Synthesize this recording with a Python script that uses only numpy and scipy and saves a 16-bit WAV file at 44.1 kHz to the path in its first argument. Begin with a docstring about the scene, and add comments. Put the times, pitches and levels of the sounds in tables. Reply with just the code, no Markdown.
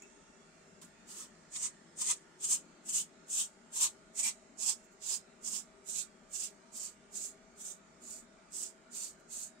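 """In a bakery, seeds are shaken from a plastic jar over a baking tray, about twice a second, near a phone.
Each shake throws them to the lid and back: a dense rattle of tiny impacts that excite the resonances
of the seeds, the wall and the enclosed air. A few stray seeds drop. At the start a wet brush ticks once
on the tray. Behind it all, fans and ducts hum, faint whines come and go and a fine hiss slowly eases."""
import sys
import numpy as np
from scipy import signal
from scipy.io import wavfile
from scipy.ndimage import uniform_filter1d

SR = 44100
rng = np.random.default_rng(int(sys.argv[2]) if len(sys.argv) > 2 else 0)


def int16_out(signal):
    """Quantize to a 16-bit WAV file."""
    q = np.round(np.clip(np.atleast_2d(signal).T, -1, 1) * 32767)
    wavfile.write(sys.argv[1], SR, q.astype(np.int16))


N = 423360

# Broad spectra of the bakery's hum and hiss: (frequency [Hz], relative spectral level [dB])
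HUM_SPECTRUM = [(15, -40), (25, -11), (55, -13), (82, -19), (115, -20), (142, -16), (165, -8), (300, -9.5),
                (560, -14), (720, -14.5), (900, -13), (1030, -17.5), (1250, -12), (1550, -16), (2200, -19),
                (3000, -34), (5000, -80)]
HISS_SPECTRUM = [(1300, -26), (2300, -9), (3700, -10.5), (6000, -11), (7300, -6.5), (8800, -13.5),
                 (9600, -26), (12000, -34), (15700, -58)]
# Resonances of fans and ducts: (frequency [Hz], nominal width [Hz], relative level [dB])
FAN_RESONANCES = [(167.2, 10.4, -2.5), (200.9, 15.8, 0.5), (223.3, 8.8, -0.5), (237, 7.3, 0),
                  (290, 8.5, -16), (378, 16.5, -3), (401.4, 12.5, 0.5), (610, 50, -9.5), (656, 20, -7.5),
                  (890, 14, -9), (1170, 17, -12), (1419, 29, -7)]
# Slow decline of the hiss: (time [s], level [dB])
HISS_LEVEL = [(0, -70), (3, -71.5), (9.6, -73.5)]
# Likeness of the background in the two channels: (frequency [Hz], correlation [-1 to 1])
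AIR_CORRELATION = [(60, 0.42), (150, 0.99), (380, 0.82), (950, 0.035), (2380, 0.27), (5980, -0.13),
                   (15000, 0.15)]
# Balance of the background: (frequency [Hz], left minus right [dB])
AIR_BALANCE = [(60, 7), (130, 1.5), (290, 7), (640, 3.5), (1410, -0.5), (3100, -1.5), (6820, -6.5),
               (15000, 4.5)]
# Faint fuzzy whines: (start [s], end [s], frequency [Hz], resonator width [Hz], level [dB])
WHINES = [(0, 0.88, 2700, 63, -82), (-0.5, 0.78, 1800, 50, -84), (.8, 2.4, 1786, 270, -74),
          (5, 9.1, 2310, 66, -83), (0, 0.84, 635, 74, -75.5), (3, 9.6, 640, 33, -74),
          (1, 3.2, 342, 57, -74), (0.5, 2.6, 93, 4, -84.5), (0.3, 3.3, 164, 20, -73.5),
          (5, 6.3, 99, 7.8, -91)]
# Contact of the brush with the tray: (time [s], peak level before panning [dB])
BRUSH_TICKS = [(0.0215, -40)]
# Modes of the tray: (frequency [Hz], relative level [dB], time to decay by 60 dB [s])
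TRAY_MODES = [(2615, 0, 0.056), (6820, 1, 0.018), (7200, -3, 0.016), (7870, -3, 0.021)]
# The tail of a shake, levels nominal: (time [s], rattle level [dB], decay rate [dB/s],
# wall re rattle [dB], cavity re wall [dB], wall patch frequency [Hz], patch re rattle [dB])
SHAKE_TAIL = (.8145, -53, 300, -4.5, -5.5, 730, -22)
# One shake a row, levels nominal: (arrival at the lid [s], rattle level [dB], bunching [dB],
# wall re rattle [dB], fall of the heap [s], rattle level [dB], spread of the fall [s],
# wall re rattle [dB], cavity re wall [dB], wall patch frequency [Hz], patch re rattle [dB])
SHAKES = [(1.114, -48.5, -0.5, -8, 1.201, -47.5, 0.068, -7.5, -4.5, 5800, -18),
          (1.56, -38.5, 3.5, -14, 1.646, -33.5, 0.018, -16.0, -7, 2160, -25),
          (2.017, -34, 3, -15, 2.102, -30.0, 0.015, -11.5, -7.5, 2060, -25.5),
          (2.446, -37, 4, -12.5, 2.526, -30.5, 0.034, -15, -10.5, 3180, -30),
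          (2.894, -42.5, 6.5, -16.5, 2.97, -31.5, 0.056, -15.5, -15, 3080, -22),
          (3.326, -38, 0.5, -17.5, 3.396, -33, 0.057, -14, -16, 3280, -18.5),
          (3.765, -39.0, 3, -16, 3.833, -28, 0.029, -12.0, -5, 3670, -21.5),
          (4.196, -37.5, 6.5, -14.0, 4.264, -30.0, 0.025, -10.5, -11.5, 2330, -18),
          (4.626, -37.0, 0, -14, 4.69, -31, 0.021, -12.5, -9, 5360, -11.5),
          (5.055, -45, -1.5, -8, 5.123, -35.5, 0.047, -12, -10.5, 5300, -12),
          (5.474, -40, 2, -14.5, 5.552, -38, 0.052, -14.5, -9, 5560, -14),
          (5.9, -41.5, 0.5, -17.5, 5.982, -39, 0.05, -12, -17, 4000, -18.5),
          (6.355, -39.5, 1.5, -14.5, 6.431, -39.5, 0.047, -11.5, -16, 5400, -18),
          (6.77, -47, 2.5, -24, 6.827, -44.5, 0.13, -13.5, -10, 4950, -16.5),
          (7.165, -42.5, -0.5, -17, 7.241, -43.0, 0.084, -19.5, -15, 4250, -18),
          (7.61, -53, 2.0, -14, 7.678, -45.5, 0.097, -19.5, -10, 3630, -23),
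          (8.05, -58.5, -1.5, -8.0, 8.13, -48.5, 0.14, -18, -15, 4470, -21),
          (8.563, -42, -1.5, -19, 8.62, -42.5, 0.103, -17.0, -13, 5160, -14.5),
          (8.963, -44.5, 1, -14.5, 9.027, -41.5, 0.12, -17, -11, 4630, -14.5),
          (9.339, -43, -3, -17, 9.407, -43.0, 0.1, -20, -15, 4450, -17.5)]
# Effect of where the jar is held, nominal: (time [s], left minus right [dB], sparkle re rattle [dB])
JAR_POSITION = [(.8, -4, -9), (1.15, -4, -12), (1.6, -3.5, -29), (2.3, -1.5, -19.5), (3.9, -0.5, -16.5),
                (4.27, -5.5, -19.5), (5.1, -9, -17.5), (6, -9, -16), (6.6, -6, -15.5), (9.6, -5.5, -16.5)]
# Seed striking seed, lifted by the resonance of each microphone's port; left table, then right:
# (frequency [Hz], relative spectral level [dB])
SEED_SPECTRA = ([(1500, -28.5), (3500, -32.5), (5200, -16.5), (6500, -1), (8000, 2.5), (9000, -1),
                (9800, -20), (12000, -41.5)], [(1500, -41.5), (3500, -40.5), (5000, -18), (6200, -7.5),
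                (7200, -0.5), (8500, -6), (9800, -22.5), (12000, -40.5)])
# The impacts' top treble, the plastic wall and the air cavity in the jar:
# (frequency [Hz], relative spectral level [dB])
SPARKLE_SPECTRUM = [(6000, -17), (9500, 0), (10600, -1), (12000, -4.5), (13500, -8.5), (15600, -13)]
WALL_SPECTRUM = [(900, -27), (1900, -19.5), (2500, -1), (3500, 1), (4800, 1.5), (6000, 1), (9000, -32.5)]
CAVITY_SPECTRUM = [(300, -36), (740, -19), (890, 0), (990, -5), (1120, -1), (1300, -16), (1900, -15),
                   (3000, -32)]
# Tuning of the air space in the tilted jar: (time [s], frequency factor [ratio])
CAVITY_TUNING = [(1, 1.15), (3.4, 1.04), (3.8, 0.97), (9.6, 1.02)]
# Late seeds trickling down: (time [s], nominal level [dB])
STRAY_SEEDS = [(4.84, -70), (4.915, -70), (9.19, -71.5)]

HUM_DB, BAND_LIMIT_HZ = -63, 15750
BEFORE_S, AFTER_S = 0.13, 0.17  # a shake spans BEFORE_S ahead of the lid and twice AFTER_S beyond
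LOOSE_S, ONSET_DB_PER_S = 0.034, 716  # seeds are loose this long before the lid; earlier, a fast swell
KNEE_S = 0.0073  # softness of the change from swell to throw
LID_RISE_DB_PER_S, LID_FALL_DB_PER_S = 223, 181
BACK_RISE_DB_PER_S, BACK_FALL_DB_PER_S = 322, 605
BUNCH_S, LULL_S, LULL_LAG_S, LULL_SHARE = 0.0094, 0.01, 0.022, 0.48  # seeds bunch, then fly free
WALL_LAG_S = 0.006  # the falling heap reaches the wall a little later


def gain_of(db):
    """Amplitude ratio of a level in decibels."""
    return 10 ** (np.asarray(db) / 20)


def unit_rms(x):
    """Normalisation to a root-mean-square value of 1."""
    return x / np.sqrt(np.mean(x ** 2) + 1e-20)


def value_at(points, hz):
    """Interpolation of a table along a logarithmic frequency axis."""
    f, value = np.transpose(points)
    return np.interp(np.log(hz + 1), np.log(f + 1), value)


def impulse_response(spectrum, size=2048):
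    """Minimum phase: the Hilbert transform of the log magnitude fixes a causal response, of energy 1."""
    log_gain = np.log(gain_of(value_at(spectrum, abs(np.fft.fftfreq(size, 1 / SR)))))
    taps = np.fft.ifft(np.exp(np.conj(signal.hilbert(log_gain)))).real[:size // 2]
    return taps / np.linalg.norm(taps)


def convolve(x, responses):
    """Linear filtering: each channel is convolved with a response and keeps its length."""
    return signal.oaconvolve(x, responses, axes=1)[:, :x.shape[1]]


def add(mix, start_s, sound):
    """Superposition of a sound on the mix from a given time."""
    part = mix[:, round(start_s * SR):][:, :sound.shape[1]]
    part += sound[:, :part.shape[1]]


def air_noise(spectrum_db, patchy_db):
    """A partly coherent field: correlated stereo noise whose spectrum drifts in patches."""
    frames, hz = N // 1024 + 5, np.fft.rfftfreq(4096, 1 / SR)
    a, b, c, d, patches = rng.standard_normal((frames, 2049, 5)).T
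    patches = unit_rms(uniform_filter1d(uniform_filter1d(patches, size=12, axis=0), size=8, axis=1))
    correlation = np.clip(value_at(AIR_CORRELATION, hz), -1, 1)[:, None]
    left = a + 1j * b
    right = correlation * left + np.sqrt(1 - correlation ** 2) * (c + 1j * d)
    balance_db = np.array([.5, -.5])[:, None, None] * value_at(AIR_BALANCE, hz)[:, None]
    gain = gain_of(spectrum_db(hz)[:, None] + balance_db + patchy_db * patches)
    out = signal.istft(gain * np.array([left, right]), nperseg=4096, noverlap=3072)[1][:, :N]
    return out / np.sqrt(np.mean(out.mean(0) ** 2))


def fan_hum():
    """Resonances of fans and ducts add in power to a broad, low noise spectrum."""
    def spectrum_db(hz):
        peaks = sum(gain_of(db) ** 2 / (1 + (2 * (hz - centre) / width) ** 2) ** 2
                    for centre, width, db in FAN_RESONANCES)
        return 10 * np.log10(gain_of(value_at(HUM_SPECTRUM, hz)) ** 2 + peaks)
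    return gain_of(HUM_DB) * air_noise(spectrum_db, patchy_db=1.7)


def hiss():
    """Broadband noise in the treble, strongest at the start."""
    level = gain_of(np.interp(np.arange(N) / SR, *np.transpose(HISS_LEVEL)))
    return level * air_noise(lambda hz: value_at(HISS_SPECTRUM, hz), patchy_db=3.7)


def resonate(x, hz, width_hz):
    """A resonance of unit gain by heterodyning: shift down to zero, smooth, shift back."""
    carrier = np.exp(2j * np.pi * hz * np.arange(x.shape[-1]) / SR)
    pole = np.exp(-np.pi * width_hz / SR)
    return 2 * (carrier * signal.lfilter([1 - pole], [1, -pole], x / carrier)).real


def whines():
    """Noise confined to a narrow band is heard as a fuzzy pitch; each band fades in and out."""
    out, t = np.zeros((2, N)), np.arange(N) / SR
    for start, end, hz, width, db in WHINES:
        fade = np.clip(np.minimum(t - start, end - t) / .05, 0, 1)
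        noise = rng.standard_normal((2, N)) + 3.8 * rng.standard_normal(N)  # mostly common to both sides
        out += gain_of(db) * fade * unit_rms(resonate(resonate(noise, hz, width), hz, width))
    return out


def impacts(size, per_s, spread_db, shared):
    """Shot noise of rms 1: uneven impulses in clumps, a share of their power common to both sides."""
    fast, slow = (unit_rms(uniform_filter1d(rng.standard_normal(size), size=n)) for n in (160, 700))
    clumps = gain_of(1.5 * fast + slow)
    impulses = rng.choice([-1., 1.], (3, size)) * (rng.random((3, size)) < per_s / SR)
    strength = gain_of(spread_db * np.minimum(rng.exponential(1, (3, size)), 2.8))
    hits = strength * impulses * clumps
    return unit_rms(np.sqrt(1 - shared) * hits[:2] + np.sqrt(shared) * hits[2])


def brush_tick():
    """Impact excitation: a snap and a short scatter of bristle taps ring the tray's damped modes."""
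    out, t = np.zeros((2, N)), np.arange(4000) / SR
    ring = sum(gain_of(db - 60 * t / t60) * np.sin(2 * np.pi * hz * t) for hz, db, t60 in TRAY_MODES)
    bristles = gain_of(-16 - 60 * t / 0.16) * impacts(len(t), per_s=4000, spread_db=3.3, shared=0.41)
    snap = gain_of(-8) * np.hanning(40) * np.sin(2 * np.pi * 7000 * t[:40])
    bristles[:, :40] += snap
    tick = convolve(bristles, ring[None])
    for start_s, peak_db in BRUSH_TICKS:
        add(out, start_s, gain_of(peak_db) * tick / abs(tick).max())
    return out * gain_of([[-1.5], [1.5]])


def shake_tail():
    """The tail of a shake: a seed rattle that starts abruptly and dies away in fast exponential decay."""
    out = np.zeros((2, N))
    start_s, level_db, decay_db_per_s, wall_db, *colour = SHAKE_TAIL
    t = np.arange(start_s, start_s + AFTER_S, 1 / SR)
    rattle_db = level_db - decay_db_per_s * (t - start_s)
    add(out, start_s, jar_rattle(t, rattle_db, rattle_db + wall_db, *colour))
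    return out


def jar_rattle(t, rattle_db, wall_db, cavity_db, patch_hz, patch_db):
    """Source and filter: impacts ring the seeds, the wall, a free patch of it and the air in the jar."""
    def excite(level, spectra, per_s, spread_db, shared):
        force = level * impacts(len(t), per_s, spread_db, shared)
        return convolve(force, [impulse_response(spectrum) for spectrum in spectra])

    times, *position = np.transpose(JAR_POSITION)
    side_db, sparkle_db = (np.interp(t.mean(), times, column) for column in position)
    sides = np.array([[.5], [-.5]])
    rattle, on_wall = gain_of(rattle_db), gain_of(wall_db)
    hardness = rattle / rattle.max()  # harder blows are brighter
    on_patch = on_wall * rattle.max() / on_wall.max()
    patch_spectrum = [(patch_hz * ratio, db)
                      for ratio, db in [(0.62, -35), (0.88, -6), (1, 0), (1.05, -6), (1.7, -35)]]
    tuning = np.interp(t[0], *np.transpose(CAVITY_TUNING))
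    cavity_spectrum = [(hz * tuning, db) for hz, db in CAVITY_SPECTRUM]

    # the phone shades the ports' peak strongly; the left microphone receives more of the lows
    seed_level = rattle * gain_of(0.5 + sides * side_db)
    sparkle_level = rattle * hardness ** 0.06 * gain_of(4 + sparkle_db + sides * (0.29 * side_db + 0.3))
    patch_level = on_patch * gain_of(patch_db + sides * 1.04 * side_db)
    wall_level = on_wall * gain_of(0.5 + sides * (0.69 * side_db + 2.5))
    cavity_level = on_wall * hardness ** 0.089 * gain_of(cavity_db - 3 + sides * (.5 * side_db + 5))

    seeds = excite(seed_level, SEED_SPECTRA, per_s=8000, spread_db=3.6, shared=.03)
    sparkle = excite(sparkle_level, [SPARKLE_SPECTRUM], per_s=5000, spread_db=4, shared=.15)
    patch = excite(patch_level, [patch_spectrum], per_s=5000, spread_db=3.5, shared=.2)
    wall = excite(wall_level, [WALL_SPECTRUM], per_s=5000, spread_db=3.5, shared=.1)
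    cavity = excite(cavity_level, [cavity_spectrum], per_s=2000, spread_db=3.5, shared=.4)
    knock = np.roll(cavity, 260, axis=1)  # about 6 ms later, as the heap lands
    return early_reflections(seeds + sparkle + patch + wall) + knock


def early_reflections(x, count=4):
    """Echoes from tray, hand and rolls interfere in a pattern that changes as the jar moves."""
    position = np.linspace(0, count - 1, x.shape[1])
    out = 0
    for k in range(count):
        echoes = np.zeros((2, 420))
        np.put_along_axis(echoes, rng.integers(12, 420, (2, 9)), .5 * rng.standard_normal((2, 9)), 1)
        echoes[:, 0] = 1  # direct path
        echoes /= np.linalg.norm(echoes, axis=1, keepdims=True)
        crossfade = np.cos(np.pi / 2 * np.clip(position - k, -1, 1))
        out = out + convolve(x * crossfade, echoes)
    return out


def throw_level(t, lid_s, lid_db, bunch_db, back_s, back_db, spread_s):
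    """Incoherent addition, in dB: the pointed throw to the lid and the rounded fall of the heap."""
    throw_db = lid_db - np.where(t < lid_s, -LID_RISE_DB_PER_S, LID_FALL_DB_PER_S) * (t - lid_s)
    slope = np.where(t < back_s, BACK_RISE_DB_PER_S, BACK_FALL_DB_PER_S)
    fall_db = back_db - slope * (np.hypot(t - back_s, spread_s) - spread_s)
    power = gain_of(throw_db) ** 2 + gain_of(fall_db) ** 2
    bunch = np.exp(-((t - lid_s) / BUNCH_S) ** 2)
    lull = LULL_SHARE * np.exp(-((t - lid_s - LULL_LAG_S) / LULL_S) ** 2)
    onset_cut_db = ONSET_DB_PER_S * KNEE_S * np.logaddexp((lid_s - LOOSE_S - t) / KNEE_S, 0)
    return 10 * np.log10(power) + bunch_db * (bunch - lull) - onset_cut_db


def jar_shakes():
    """Inertia carries the seeds to the lid and back, giving two bursts of collisions a shake."""
    out = np.zeros((2, N))
    for lid_s, lid_db, bunch_db, lid_wall_db, back_s, back_db, spread_s, back_wall_db, *colour in SHAKES:
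        t = lid_s - BEFORE_S + np.arange(round((BEFORE_S + 2 * AFTER_S) * SR)) / SR
        rattle_db = throw_level(t, lid_s, lid_db, bunch_db, back_s, back_db, spread_s)
        wall_db = throw_level(t, lid_s, lid_db + lid_wall_db, bunch_db,
                              back_s + WALL_LAG_S, back_db + back_wall_db, spread_s)
        add(out, t[0], jar_rattle(t, rattle_db, wall_db, *colour))
    return out


def stray_seeds():
    """Falling seeds make faint bursts of shot noise, each a few hundredths of a second long."""
    t = np.arange(N) / SR
    level = sum(gain_of(db) * np.exp(-((t - s - .012) / 0.017) ** 2) for s, db in STRAY_SEEDS)
    hits = level * gain_of([[-2], [3]]) * impacts(N, per_s=2500, spread_db=3, shared=0.083)
    snap = impulse_response(SEED_SPECTRA[1]) + gain_of(-9) * impulse_response(SPARKLE_SPECTRUM)
    return convolve(hits, snap[None])


def reverberation(x, t60):
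    """A diffuse field: reflections of random sign, different on each side, decay exponentially."""
    size = SR // 2
    taps = np.zeros((2, size))
    delays = np.arange(200, size - 20, 20) + rng.integers(0, 20, (2, (size - 201) // 20))
    np.put_along_axis(taps, delays, rng.choice([-1., 1.], delays.shape), 1)
    taps *= gain_of(-60 * np.arange(size) / SR / t60)
    return convolve(x, taps / np.linalg.norm(taps[0]))


def scene():
    """Superposition of the near sources, their reverberation and the bakery's background."""
    near = shake_tail() + jar_shakes() + brush_tick() + stray_seeds()
    return near + gain_of(-31) * reverberation(near, t60=0.23) + fan_hum() + hiss() + whines()


def record(dry):
    """Band limiting by a linear-phase low-pass filter."""
    lowpass = signal.firwin(1023, BAND_LIMIT_HZ, window=("kaiser", 9), fs=SR)
    return signal.oaconvolve(dry, lowpass[None], "same")


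dry = scene()
out = record(dry)
int16_out(out)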